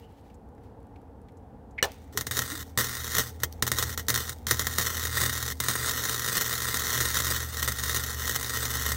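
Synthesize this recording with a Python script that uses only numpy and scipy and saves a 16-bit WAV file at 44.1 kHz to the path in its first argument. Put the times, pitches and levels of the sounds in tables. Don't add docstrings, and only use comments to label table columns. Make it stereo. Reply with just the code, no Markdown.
import sys
import numpy as np
from scipy import signal
from scipy.fft import rfft, irfft
from scipy.io import wavfile
from scipy.ndimage import uniform_filter1d

SR = 44100
rng = np.random.default_rng(int(sys.argv[2]) if len(sys.argv) > 2 else 0)


def pcm_store(signal):
    levels = np.round(np.clip(np.atleast_2d(signal), -1, 1) * 32767)
    wavfile.write(sys.argv[1], SR, levels.astype(np.int16).T)


def invert_db(level):
    return 10 ** (np.asarray(level, dtype=float) / 20)


N = 395136
T = np.arange(N) / SR
RIPPLE_HZ = 119.965

# time in seconds, kick level in dB.
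POPS = [(1.8268, -19.5), (2.1741, -17.5), (2.2102, -23.5), (2.2682, -24), (2.311, -23.5), (2.3692, -21.5),
        (2.3907, -17.5), (2.7753, -17), (2.7862, -17), (2.809, -20.5), (2.8936, -30), (3.1502, -19),
        (3.1677, -20.5), (3.1832, -15.5), (3.434, -15.5), (3.6242, -15), (3.667, -23), (3.677, -20.5),
        (3.7166, -16.5), (3.7855, -19), (3.8257, -18), (3.976, -22.5), (4.0837, -17), (4.0937, -20.5),
        (4.102, -17), (4.142, -20.5), (4.159, -19.5), (4.176, -21.5), (4.2937, -24.5), (4.468, -21.5),
        (4.5104, -13), (4.5942, -18), (4.6688, -18.5), (4.784, -16), (5.2157, -18.5), (5.261, -19.5),
        (5.427, -23.5), (5.602, -19), (5.6845, -16), (5.8607, -23.5), (6.0945, -20.5), (6.1947, -22.5),
        (6.7428, -19.5), (6.8683, -23), (7.268, -22), (7.6275, -19), (7.677, -19.5), (7.6848, -19.5),
        (7.8358, -22.5), (8.2769, -22), (8.3603, -20), (8.9185, -21)]
# strikes in seconds, goes out in seconds.
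LIT = [(1.84, 1.851), (2.122, 2.226), (2.268, 2.284), (2.31, 2.625), (2.775, 3.303), (3.4, 3.445),
       (3.625, 3.94), (3.975, 4.007), (4.084, 4.329), (4.468, 5.52), (5.6, 8.96)]


def coloured(x, hz, db):
    f = np.linspace(1, SR / 2, 2049)
    gain_db = np.interp(np.log(f), np.log(hz), db)
    cepstrum = irfft(np.log(invert_db(gain_db)))
    cepstrum[1:2048] *= 2
    cepstrum[2049:] = 0
    h = irfft(np.exp(rfft(cepstrum)))
    return signal.fftconvolve(x, h / np.sqrt(np.sum(h ** 2)))[:N]


def band(x, hz, width_hz):
    return signal.lfilter(*signal.iirpeak(hz, hz / width_hz, SR), x)


def walk(rate_hz):
    k = int(SR / rate_hz)
    held = np.repeat(rng.standard_normal(N // k + 1), k)
    return 1.59 * uniform_filter1d(uniform_filter1d(held, k), k)[:N]


def fade(power, t60_s):
    return signal.lfilter([1], [1, -1e-6 ** (1 / (t60_s * SR))], power)


def traffic(level_db=-47.5):
    # frequency in Hz, relative level in dB per Hz.
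    road_spectrum = [(30, -20.5), (50, 1.5), (85, 1), (156, -11), (230, -6), (379, -17), (455, -8),
                     (620, -19.5), (790, -13.5), (880, -15.5), (1050, -25.5), (1770, -34.5), (2130, -41.5),
                     (5310, -53), (15500, -67)]
    hz, db = np.transpose(road_spectrum)
    mid = coloured(rng.standard_normal(N), hz, db)
    side = coloured(rng.standard_normal(N), hz, db)
    side = side - 0.56 * band(side, 100, 600)
    swell_db = 0.9 * walk(3.58)
    return invert_db(level_db + swell_db) * (mid + side * np.array([[1], [-1]]))


def engine(whine_db=-61.0):
    # time in seconds, firing rate in Hz, rms level in dB; both before wavering.
    drone = [(0, 85, -69), (1.6, 81.8, -62.5), (2.3, 81, -47), (3.6, 80.2, -42.5), (5.3, 77.3, -40),
             (6.4, 77.05, -49.5), (7, 75.4, -40.5), (7.7, 74.5, -38), (8.6, 73, -41.5), (8.96, 72.5, -36)]
    s, *columns = np.transpose(drone)
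    hz, db = (np.interp(T, s, c) for c in columns)
    firing_hz = hz + 1.365 * walk(7)
    firing = invert_db(db + 1.34 * walk(8.7)) * np.sin(2 * np.pi * np.cumsum(firing_hz) / SR)
    whine_hz = np.interp(T, [0, 4.6], [285, 263]) + 1.455 * walk(5)
    whine = invert_db(whine_db + 4.6 * walk(6.8)) * np.sin(2 * np.pi * np.cumsum(whine_hz) / SR)
    return np.sqrt(2) * (firing * invert_db(np.array([[1.1], [-1.1]])) + whine)


def specks(per_s=6.1, level_db=-60.5, spread_db=0.5):
    hits = (rng.random(N) < per_s / SR) * invert_db(level_db + spread_db * rng.standard_normal(N))
    shape = np.sqrt(fade(hits ** 2, 0.018))
    return band(shape * rng.standard_normal((2, N)), 8600.0, 9000.0)


def ticks():
    # start in seconds, peak level in dB, centre in Hz.
    faint_ticks = [(.3, -48, 2280), (.343, -51, 7300), (.579, -54, 1700), (0.959, -46.5, 2300),
                   (1.285, -47.5, 2230), (1.37, -53, 7000), (1.709, -54, 6900), (2.04, -52, 8000)]
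    out, t = np.zeros((2, N)), T[:800]
    for s, db, hz in faint_ticks:
        burst = rng.standard_normal((2, len(t))) * np.exp(-t / 0.0076)
        click = band(burst, hz, 0.3 * hz)
        i = int(s * SR)
        out[:, i:i + len(t)] += invert_db(db) * click / np.abs(click).max()
    return out


def rustle():
    # start in seconds, length in seconds, level in dB before flutter.
    sleeve_moves = [(-.05, 0.43, -67.5), (.6, 0.14, -73)]
    # frequency in Hz, relative level in dB per Hz.
    cloth_spectrum = [(1800, -2), (3000, -3), (9000, -15), (14000, -15)]
    shape = np.zeros(N)
    for s, length, db in sleeve_moves:
        shape += invert_db(db) * np.interp(T, [s, s + .04, s + length - .06, s + length], [0, 1, 1, 0])
    shape = shape * invert_db(3.4 * walk(34))
    hz, db = np.transpose([(800, -51), *cloth_spectrum])
    return shape * np.array([coloured(n, hz, db) for n in rng.standard_normal((2, N))])


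def alight():
    return sum((T >= on) & (T < off) for on, off in LIT) * 1.


def transformer(kicks, hum_db=-46.0, surge_db=-15.5, second_db=-17.0):
    phase = 2 * np.pi * RIPPLE_HZ * T + 0.24 * walk(14)
    load = invert_db(2 * hum_db) + invert_db(2 * surge_db) * fade(kicks ** 2, 0.28)
    power = alight() * (T > 2.13) * load
    size = np.sqrt(uniform_filter1d(power, size=600).clip(0)) * invert_db(1.53 * walk(20))
    hum = np.cos(phase + 2.0) + invert_db(second_db) * np.cos(2 * phase)
    return size * hum * invert_db(np.array([[1.3], [-1.3]]))


def noise_bursts():
    # start in seconds, length in seconds, level in dB before balance, centre in Hz, width in Hz.
    bursts = [(0.01, 0.066, -65, 2900, 300), (1.777, 0.021, -27.5, 2160, 400),
              (1.83, 0.021, -27, 2700, 5400), (1.828, 0.037, -26.5, 630, 510),
              (2.133, 0.037, -37.5, 403, 96), (2.5, 0.076, -43.5, 302, 40), (1.84, 0.12, -52.5, 2300, 3100)]
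    out = np.zeros((2, N))
    for s, length, db, hz, width in bursts:
        corners_s = [s, s + 0.34 * length, s + length, s + 2.46 * length]
        shape = np.interp(T, corners_s, [0.0076, 1, 0.52, 0.064]) ** 2
        common, left, right = rng.standard_normal((3, N))
        noise = common + .5 * np.array([left, right])
        noise = band(band(noise, hz, width), hz, width)
        out += invert_db(db) * shape * noise / noise.std()
    return out * invert_db(np.array([[-1.5], [1.5]]))


def taps():
    # start in seconds, level in dB before balance.
    strokes = [(1.8273, -13), (1.8443, -28)]
    # frequency in Hz, mean relative level in dB, decay time to 0.00085 (-61 dB) in seconds.
    rod_modes = [(525, -8, 0.044), (1760, 1, 0.036), (2940, -4, 0.035), (4080, -3, 0.018), (5800, 0, 0.012)]
    out, t = np.zeros((2, N)), T[:8192]
    for s, db in strokes:
        ring = np.zeros((2, len(t)))
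        for hz, mode_db, decay_s in rod_modes:
            gain = invert_db(mode_db + 1.9 * rng.standard_normal((2, 1)))
            ring += gain * 0.00085 ** (t / decay_s) * np.sin(2 * np.pi * hz * t)
        i = int(s * SR)
        out[:, i:i + len(t)] += invert_db(db) * ring
    return out * invert_db(np.array([[-2.5], [2.5]]))


def puffs(kicks, puff_db=-23.0, puff_hz=268.0, width_hz=490.0, t60_s=0.15, bias=1.1):
    noise = band(band(rng.standard_normal(N), puff_hz, width_hz), puff_hz, width_hz)
    push = kicks ** 2 * (kicks / invert_db(-20.5)) ** bias
    shape = np.sqrt(uniform_filter1d(fade(push, t60_s), size=100))
    return invert_db(puff_db) * shape * noise / noise.std()


def strength():
    # time in seconds, level in dB before wander and flares.
    burn_levels = [(2.15, -49), (2.18, -41), (2.32, -34), (2.39, -29.5), (2.61, -37), (2.79, -29.5),
                   (2.92, -27), (3.04, -33), (3.17, -24), (3.3, -42), (3.63, -46), (3.72, -42.5),
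                   (3.8, -23.5), (3.85, -33), (4.18, -31), (4.22, -35), (4.46, -44), (4.49, -23),
                   (4.54, -34.5), (4.76, -34), (4.8, -25.5), (5.11, -32), (5.2, -26.5), (5.32, -32.5),
                   (5.5, -31), (6.05, -25.5), (6.22, -32), (6.31, -25.5), (7.3, -26), (7.49, -36),
                   (7.6, -29), (8.0, -27), (8.13, -36), (8.24, -28.5), (8.96, -28)]
    wander_db, wander_hz = 0.84, 9.0
    flare_db, flare_t60_s = -9, 0.14
    dying_t60_s = 0.03
    sizzle_db, sizzle_t60_s = -54.5, 1
    pops, lit, out = np.zeros((3, N))
    for s, db in POPS:
        pops[int(s * SR)] = invert_db(2 * db)
    for on, off in LIT:
        lit[(T >= on) & (T < off)] = 1
        out[min(int(off * SR), N - 1)] = 1
    level_db = np.interp(T, *np.transpose(burn_levels)) + wander_db * walk(wander_hz)
    burning = invert_db(2 * level_db) + invert_db(2 * flare_db) * fade(pops, flare_t60_s)
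    dying = fade(out * burning, dying_t60_s)
    sizzle = invert_db(2 * sizzle_db) * fade(out, sizzle_t60_s)
    return np.sqrt(lit * burning + dying + sizzle)


def arc(pop_db=-2.5, scatter_db=4.0, jitter_s=0.00068, steady_db=-4.0, flicker_db=1.72, spark_db=5.0):
    burn = strength()
    starts_s = np.arange(.001, T[-1] - .01, 1 / RIPPLE_HZ)
    time_chance, level_chance = rng.standard_normal((len(starts_s), 2)).T
    at = ((starts_s + jitter_s * time_chance).clip(0) * SR).astype(int)
    relight = np.zeros(N)
    relight[at] = invert_db(scatter_db * level_chance.clip(-3, 1.7))
    kicks = invert_db(pop_db) * burn * relight
    for s, db in POPS:
        i = int(s * SR)
        kicks[i - 180:i + 180] = 0
        kicks[i] = invert_db(db)
    swell = np.sqrt(invert_db(2 * steady_db) + 2 * fade(relight ** 2, 0.031))
    hiss_level = burn * swell * invert_db(flicker_db * walk(60))
    sparks = rng.standard_normal(N) * invert_db(spark_db * rng.exponential(size=N).clip(0, 4.5))
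    return kicks, hiss_level, sparks / sparks.std()


def echoes(count, hz, db):
    e = rfft(rng.standard_normal((2, count)) * np.exp(-T[:count] / 0.0047))
    e = irfft(e / np.sqrt(uniform_filter1d(np.abs(e) ** 2, size=50)))
    e = signal.sosfilt(signal.butter(6, 2700, "high", fs=SR, output="sos"), e)
    e = np.array([coloured(v, hz, c)[:count] for v, c in zip(e, db)])
    e = e * invert_db(np.array([[-.8], [.8]]))
    return e / np.sqrt(np.mean(e[:, :88] ** 2))


def frame(kicks, hiss_level, sparks, ring_db=-0.9, echo_db=-1.03, hiss_db=-27.5, loose_db=-4.0,
          loose_hiss_db=-18.0, tail_db=-21.0, moving_share=0.46, moves_hz=12.0):
    # frequency in Hz, width in Hz, left and right relative level in dB.
    frame_modes = [(140, 150, -6.5, -13), (285, 36, -13.5, -10.5), (440, 86, -8.5, -8),
                   (830, 160, -24.5, -23.5), (1021, 83, -8.5, -6), (1354, 182, -4.5, -1.5),
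                   (1640, 200, -8.5, -3.5), (1873, 72, -6, 6.5), (2070, 33, -15, 0), (3250, 43, -15, -1.5),
                   (3816, 92, -8, -1.2), (4300, 79, -4.5, -8.5), (5290, 205, -6.5, -12),
                   (8190, 135, -4.5, -8.5), (15660, 510, -18, -1)]
    # frequency in Hz, left and right relative level in dB.
    scatter_spectrum = [(154, -11.5, -9), (410, -20.5, -28.5), (620, -29, -26), (830, -19, -11.5),
                        (1190, -26, -9.5), (1990, -16.5, -8), (2100, -16.5, -12.5), (2760, -24.5, -21),
                        (3060, -17.5, -15.5), (4930, -19, -18.5), (6050, -13, -14.5), (7670, -18, -23),
                        (12400, -23.5, -19), (14300, -19.5, -11.5), (15400, -18.5, -19.5)]
    t, ring = T[:4096], 0
    for k, (hz, width, *db) in enumerate(frame_modes):
        gain = (-1) ** k * invert_db(np.array(db))[:, None] * width
        ring = ring + gain * np.exp(-np.pi * width * t) * np.sin(2 * np.pi * hz * t)
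    ring = ring / np.sqrt(np.mean(ring[:, :88] ** 2))
    hz, *db = np.transpose(scatter_spectrum)
    source = kicks + invert_db(hiss_db) * hiss_level * sparks
    still_gain = invert_db(echo_db) * np.sqrt(1 - moving_share)
    still = invert_db(ring_db) * ring + still_gain * echoes(len(t), hz, db)
    path = signal.fftconvolve(source[None], still)[:, :N]
    place = 2 * walk(moves_hz)
    for share in (np.cos(place), np.sin(place)):
        moved = signal.fftconvolve((share * source)[None], echoes(len(t), hz, db))[:, :N]
        path += invert_db(echo_db) * np.sqrt(moving_share) * moved
    path[1] = np.roll(path[1], 4)
    wash = fade(kicks ** 2, 0.026) * invert_db(2 * loose_db) + fade(kicks ** 2, 0.12) * invert_db(2 * tail_db)
    wash_level = np.sqrt(wash + (hiss_level * invert_db(loose_hiss_db)) ** 2)
    return path + np.array([coloured(wash_level * rng.standard_normal(N), hz, c) for c in db])


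def scene():
    kicks, hiss_level, sparks = arc()
    background = traffic() + engine() + specks() + ticks() + rustle()
    contact = noise_bursts() + taps()
    welding = transformer(kicks) + puffs(kicks) + frame(kicks, hiss_level, sparks)
    return background + contact + welding


def top_cut(x):
    return signal.sosfilt(signal.butter(12, 17140, fs=SR, output="sos"), x)


def record(dry):
    hiss = invert_db(-76.5) * np.gradient(rng.standard_normal(dry.shape), axis=1)
    low_pass = signal.ellip(10, .3, 36, 15800, fs=SR, output="sos")
    high_pass = signal.butter(3, 39, "high", fs=SR, output="sos")
    mix = signal.sosfilt(high_pass, signal.sosfilt(low_pass, dry + hiss))
    return top_cut(mix)


dry = scene()
out = record(dry)
pcm_store(out)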